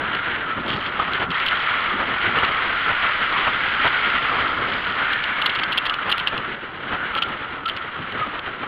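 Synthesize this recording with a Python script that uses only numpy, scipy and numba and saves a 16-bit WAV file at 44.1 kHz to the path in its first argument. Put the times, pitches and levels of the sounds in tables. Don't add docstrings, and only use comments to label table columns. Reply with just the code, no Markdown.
import sys
import numpy as np
from scipy import signal
from scipy.fft import rfft, irfft, next_fast_len
from scipy.io import wavfile
from scipy.ndimage import uniform_filter1d
from numba import njit

SR = 44100
rng = np.random.default_rng(int(sys.argv[2]) if len(sys.argv) > 2 else 0)


def to_wav(sig):
    pcm = np.clip(np.atleast_2d(sig), -1, 1) * 32767
    pcm = np.round(pcm).astype(np.int16)
    wavfile.write(sys.argv[1], SR, pcm.T)


N = 382347
T = np.arange(N) / SR

# (frequency [Hz], level [dB])
CLACK_SPECTRUM = [(300, -25.5), (1300, -10.5), (2300, -11.5), (2750, -1), (3200, 3.5), (3700, -9),
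                  (4500, -15), (4800, -27.5), (5300, -29.5), (5950, -54), (6500, -39), (7400, -45),
                  (8000, -60)]

def undb(db):
    return 10 ** (np.asarray(db) / 20)

def unit(x):
    return x / np.sqrt(np.mean(x ** 2))

def curve(table):
    return np.interp(T, *np.transpose(table))

def log_gain(spectrum, size):
    hz, db = np.transpose(spectrum)
    bins = np.maximum(np.arange(size // 2 + 1) * SR / size, 1)
    rolloff = 10 * np.log(np.maximum(bins / hz[-1], 1))
    return np.log(undb(np.interp(np.log(bins), np.log(hz), db))) - rolloff

def noise(spectrum):
    size = next_fast_len(N, True)
    white = rfft(rng.standard_normal(size))
    return unit(irfft(white * np.exp(log_gain(spectrum, size)), size)[:N])

def impulse(spectrum, size=512):
    cepstrum = irfft(log_gain(spectrum, size))
    cepstrum[1:size // 2] *= 2
    cepstrum[size // 2 + 1:] = 0
    click = irfft(np.exp(rfft(cepstrum)))
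    return click / np.abs(click).max()

@njit
def bandpass(x, hz, width_hz):
    y, band_state, low_state = np.empty(len(x)), 0., 0.
    for i in range(len(x)):
        g, damping = np.tan(np.pi * hz[i] / SR), width_hz / hz[i]
        band = (band_state + g * (x[i] - low_state)) / (1 + g * (g + damping))
        band_state, low_state = 2 * band - band_state, low_state + 2 * g * band
        y[i] = damping * band
    return y

def wander(per_s):
    hold = max(int(SR / per_s), 1)
    steps = np.repeat(rng.standard_normal(N // hold + 2), hold)[rng.integers(hold):][:N]
    return unit(uniform_filter1d(steps, hold))

def flutter(per_s, depth_db):
    return unit(undb(depth_db * wander(per_s)))

def swell(at, length):
    return 2 ** (-2 * ((T - at) / length) ** 2)

def tyres():
    # (frequency [Hz], level [dB])
    spectrum = [(2500, -8.5), (4000, 2.5), (4700, 3), (5400, -15), (5950, -39), (6500, -19.5), (7200, -19),
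                (8000, -44), (9000, -32.5), (10400, -26.5), (12500, -32.5), (15000, -40)]
    # (time [s], level [dB])
    road_level = [(.55, -75), (.75, -61), (2, -62), (3.5, -53.5), (4.8, -52), (5.2, -62.5), (7.1, -73),
                  (8.67, -73)]
    return noise(spectrum) * undb(curve(road_level)) * flutter(per_s=40, depth_db=-0.1)

def chain(ticks_per_s=160, spread_db=3, contact_s=0.001):
    # (time [s], level [dB])
    chain_level = [(.55, -67), (.68, -28), (.95, -45.5), (1.6, -35.5), (1.95, -43), (2.6, -40.5),
                   (4.9, -38), (5.9, -50), (6.6, -57)]
    ticks = (rng.random(N) < ticks_per_s / SR) * undb(spread_db * rng.standard_normal(N))
    force = signal.lfilter([1], [1, -np.exp(-1 / (contact_s * SR))], ticks)
    grit = force * rng.standard_normal(N)
    return unit(signal.fftconvolve(grit, impulse(CLACK_SPECTRUM))[:N]) * undb(curve(chain_level))

def rattles(bounce_s=0.0031, fade_db=6.0, scrape_s=0.001, ring_db=-9.5, uneven_db=3.3):
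    # (time [s], relative level [dB], chatter length [s], tick level re the knock [dB])
    knocks = [(.131, -34, 0.0039, -44), (0.149, -32, .0034, -35), (.678, -36, 0.005, -28),
              (.723, -35, 0.029, -43), (.861, -34, .015, -48), (1.134, -28, 0.0034, -37.5),
              (1.303, -30.5, .014, -42), (1.397, -32, .006, -41), (1.46, -24.5, 0.008, -33),
              (1.482, -24.5, .0087, -37), (2.387, -26.5, 0.0034, -35), (2.445, -28.5, .006, -40),
              (3.873, -26.5, 0.0048, -35), (5.13, -25.5, .005, -35), (5.238, -27, 0.0077, -43),
              (5.417, -25, 0.01, -33), (5.459, -20.5, 0.012, -32.5), (5.494, -27.5, 0.0075, -43),
              (5.55, -28.5, 0.012, -38), (5.588, -29, 0.012, -42), (5.634, -23.5, 0.0041, -43),
              (5.719, -27.5, .017, -33), (5.775, -19.5, 0.011, -30), (5.854, -27, 0.018, -35),
              (5.896, -24.5, 0.009, -38), (5.939, -28.5, 0.0074, -37), (6.094, -27.5, .013, -27),
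              (6.115, -20, 0.014, -31), (6.179, -28.5, 0.0045, -28), (6.193, -28, .01, -38),
              (6.272, -21.5, 0.014, -38), (6.377, -28.5, .0043, -37), (7.151, -27.5, .0026, -33),
              (7.167, -30.5, 0.028, -37), (7.221, -23, 0.016, -39), (7.285, -38.5, .005, -29),
              (7.657, -31, .009, -39), (7.681, -27, 0.017, -35), (7.764, -34.5, .012, -39),
              (8.122, -36, 0.0024, -34), (8.197, -42, .003, -30.5), (8.392, -33, .004, -45)]
    # (frequency [Hz], level [dB], time to decay 60 dB [s])
    part_modes = [(1900, -8, 0.055), (2870, 3.5, 0.056), (2940, 4.5, 0.06), (3330, 0, 0.024),
                  (3640, 0, 0.051), (3970, -3.5, 0.035), (4400, -4, 0.035)]
    # (frequency [Hz], level [dB])
    tick_spectrum = [(7000, -42), (8300, -6), (9500, 4.5), (11500, 4.5), (14000, -3.5), (15500, -19.5)]
    out, t = np.zeros(N + SR), T[:SR // 10]
    clack, tick = impulse(CLACK_SPECTRUM), impulse(tick_spectrum)
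    hz, mode_db, t60 = np.transpose(part_modes)[:, :, None]
    for at, db, length, tick_db in knocks:
        delays = np.cumsum(np.append(0, bounce_s * (.4 + 1.3 * rng.random(size=12))))
        sizes = undb(-fade_db * delays / length + uneven_db * rng.standard_normal(len(delays)))
        force = sum(size * (t >= delay) * np.exp(-np.abs(t - delay) / scrape_s)
                    for delay, size in zip(delays, sizes) if delay < length)
        grit = force * (1 - np.exp(-t / 0.0005)) * rng.standard_normal(len(t))
        detune = 1 + 0.033 * rng.standard_normal(hz.shape)
        strike_db = mode_db + 4 * rng.standard_normal(hz.shape)
        decay = np.exp(-np.log(1000) * t / t60)
        ring = np.sum(undb(strike_db) * decay * np.sin(2 * np.pi * hz * detune * t), axis=0)
        dull, bright = (unit(signal.fftconvolve(grit, body)[:len(t)]) for body in (clack, tick))
        ringing = unit(signal.fftconvolve(dull, ring)[:len(t)])
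        knock = unit(dull + undb(ring_db) * ringing) + undb(tick_db) * bright
        duty = (length + 0.0059) / t[-1]
        start = int(at * SR)
        out[start:start + len(t)] += undb(db) * np.sqrt(duty) * knock
    return out[:N]

def lull_db():
    # (time [s], depth [dB], length [s])
    lulls = [(1.28, 13, 0.04), (4.577, 1.5, 0.11), (5.945, 2.5, 0.049), (7.618, 8.5, 0.038),
             (7.72, 1, 0.022), (7.926, 1.5, 0.036), (8.408, 8, 0.017), (8.57, 2.5, 0.064)]
    return sum(depth * swell(at, length) for at, depth, length in lulls)

def cavity(drive, ring_db, hz=1360, width_hz=260.):
    pitch = hz * (1 + 0.053 * wander(9))
    return unit(drive + undb(ring_db) * bandpass(drive, pitch, width_hz))

def sliding_tones(width_hz=90.):
    # (time [s], pitch [Hz], slide [Hz/s], level [dB], length [s])
    tones = [(1.382, 1920, 2997, -28, .05), (5.172, 1754, -300, -32, 0.35), (5.45, 2186, -450, -32.5, .4),
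             (5.63, 1594, -900, -28.5, .12), (7.028, 1450, 1, -27, .06)]
    breath = noise([(500, -15), (1200, 0.5), (2400, 0), (5000, -40.5)])
    out = np.zeros(N)
    for at, hz, slide, db, length in tones:
        pitch = hz + slide * np.clip(T - at, -2 * length, 2 * length)
        out += unit(bandpass(breath, pitch, width_hz)) * undb(db) * swell(at, length)
    return out

def thumps(width_hz=130.):
    # (time [s], pitch [Hz], relative level [dB], length [s])
    bumps = [(0.59, 207, -26.5, 0.035), (0.7, 210, -26, 0.022), (0.756, 219, -26, 0.037),
             (1.3, 246, -23, 0.021), (1.953, 218, -29, .03), (4.45, 330, -28.5, 0.026),
             (4.683, 320, -33, .04), (6.493, 330, -29.5, .03), (6.926, 282, -30.5, 0.017),
             (8.014, 168, -32.5, 0.036), (8.158, 268, -30, 0.013), (8.622, 280, -33, .023)]
    stir = noise([(40, 5.5), (400, -1), (1200, -30)])
    return sum(unit(bandpass(stir, np.full(N, float(hz)), width_hz)) * undb(db) * swell(at, length)
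               for at, hz, db, length in bumps)

def whistles(rise_per_s=0.509, waver=0.016):
    # (time [s], pitch [Hz], relative level [dB], length [s])
    tones = [(0.514, 1325, -22.5, 0.052), (1.006, 1280, -13.5, .009), (1.534, 1340, -20.5, 0.034),
             (2.888, 1334, -19, .03), (5.991, 1410, -14.5, .008), (7.182, 1328, -19.5, 0.042),
             (7.251, 1394, -22.5, .032), (7.671, 1337, -18, 0.019), (8.2, 1270, -25, .026),
             (8.234, 1258, -19.5, 0.023), (8.658, 1157, -28.5, .03)]
    out, wobble = np.zeros(N), waver * wander(180)
    for at, hz, db, length in tones:
        near = np.abs(T - at) < 3 * length
        pitch = hz * (1 + rise_per_s * (T[near] - at) + wobble[near])
        tone = np.sqrt(2) * np.sin(2 * np.pi * np.cumsum(pitch) / SR)
        out[near] += undb(db) * swell(at, length)[near] * tone
    return out * (1 + .5 * np.tanh(wander(220)))

def gusts():
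    # (time [s], relative level [dB], length [s])
    strikes = [(0.998, -16.5, 0.0075), (1.024, -20, 0.012), (1.084, -23.5, .018), (1.228, -21, 0.019),
               (2.014, -20.5, 0.034), (2.374, -20, .034), (2.436, -18.5, 0.013), (2.675, -26.5, 0.088),
               (2.907, -21.5, .042), (3.478, -17.5, 0.021), (3.861, -14.5, 0.022), (4.383, -23, 0.092),
               (4.683, -28, 0.054), (6.08, -23.5, 0.033), (6.337, -28, 0.031), (6.938, -22, 0.033),
               (7.167, -22, 0.0098), (8.197, -28, 0.031), (8.35, -27.5, .03), (8.474, -25, 0.013),
               (8.635, -26, 0.013)]
    pressure = noise([(25, -6), (90, -1), (300, -2), (700, 1.5), (1300, 4), (2200, -3), (3200, -5),
                      (4400, -25.5), (5500, -48.5)])
    return cavity(pressure, ring_db=-7) * sum(undb(db) * swell(at, length) for at, db, length in strikes)

def buffeting():
    # (frequency [Hz], level [dB])
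    spectrum = [(20, -11.5), (45, -7.5), (90, -1.5), (160, -1.5), (290, 0), (450, -1.5), (700, -4),
                (1100, -5.5), (2000, -19.5), (4000, -67.5)]
    return noise(spectrum) * flutter(per_s=55, depth_db=2) * flutter(per_s=22, depth_db=1)

def cavity_rush():
    # (frequency [Hz], level [dB])
    spectrum = [(200, -28.5), (600, -8.5), (850, -4), (1100, -1), (1400, 0), (1650, -3.5), (2300, -26.5),
                (4500, -69.5)]
    return cavity(noise(spectrum), ring_db=7.5) * flutter(per_s=70, depth_db=0.9)

def edge_noise(flow_db, width_hz=1050.):
    # (time [s], frequency [Hz])
    edge_pitch = [(0, 1870), (1.45, 2024), (5.2, 2015), (6.0, 1760), (6.5, 1956)]
    # (frequency [Hz], level [dB])
    hiss_spectrum = [(1700, -16.5), (2450, -3), (2900, 2), (3250, 0), (3700, -9), (4200, -17.5),
                     (4600, -26.5), (5400, -48), (6000, -62), (7000, -69), (10300, -55), (15000, -66)]
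    hz = curve(edge_pitch)
    breath = noise([(500, -13), (1500, 3.5), (2300, 0), (3500, -15), (5000, -37)])
    rush = unit(bandpass(bandpass(breath, hz, width_hz), hz, width_hz))
    return rush * undb(-26 + flow_db) + noise(hiss_spectrum) * undb(-31 + 0.88 * flow_db)

def wind(lull_share=0.33):
    # (time [s], level [dB])
    flow = [(0, -5), (.3, -3), (.52, -7.5), (.93, -5.5), (1.46, -0.4), (1.85, 1), (1.98, -4), (2.25, 0.1),
            (4.1, 1.5), (4.93, -5), (4.99, -1.1), (5.65, -3.5), (6.27, -4.5), (6.74, -13), (7.0, -6.5),
            (7.55, -10), (8.3, -8), (8.67, -11.5)]
    # (time [s], level [dB])
    turbulence = [(0, 5.5), (.22, -0.5), (.62, 3.5), (.92, 3), (1.29, 3), (1.37, -3), (2.0, 3), (2.42, 4),
                  (2.6, -1.5), (4.24, 1), (4.44, 5), (4.8, 3.5), (5.15, -.5), (5.8, -0.5), (6.55, 0),
                  (7.3, 0.5), (7.9, -3), (8.55, -0.5)]
    flow_db, turbulence_db, drop_db = curve(flow), curve(turbulence), lull_db()
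    tumble = undb(-.3 * (flow_db + 2))
    buffet = buffeting() * undb(-36.5 + turbulence_db - lull_share * drop_db)
    rumble = noise([(20, -0.5), (60, -1), (160, -18)]) * undb(-49.5 + flow_db)
    rush = cavity_rush() * undb(-24.5 + 0.84 * flow_db + 0.16 * turbulence_db - lull_share * drop_db)
    edges = edge_noise(flow_db) * undb(-drop_db) * flutter(per_s=110, depth_db=1.4 * tumble)
    return (rumble + buffet + rush + edges) * flutter(per_s=30, depth_db=0.82 * tumble)

def scene():
    air = wind() + undb(-0.5) * gusts() + undb(-3) * thumps() + undb(-4.5) * whistles() + sliding_tones()
    rolling = (tyres() + chain()) * undb(-lull_db())
    return (air + rolling + undb(2.5) * rattles())[None]

def record(dry):
    cutoff_hz = 15800
    self_noise = undb(-88) * noise([(1000, -2), (5000, 0), (8000, -4.5), (11000, 5), (16000, -3.5)])
    return signal.sosfilt(signal.ellip(8, .2, 70, cutoff_hz, fs=SR, output="sos"), dry + self_noise)

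dry = scene()
out = record(dry)
to_wav(out)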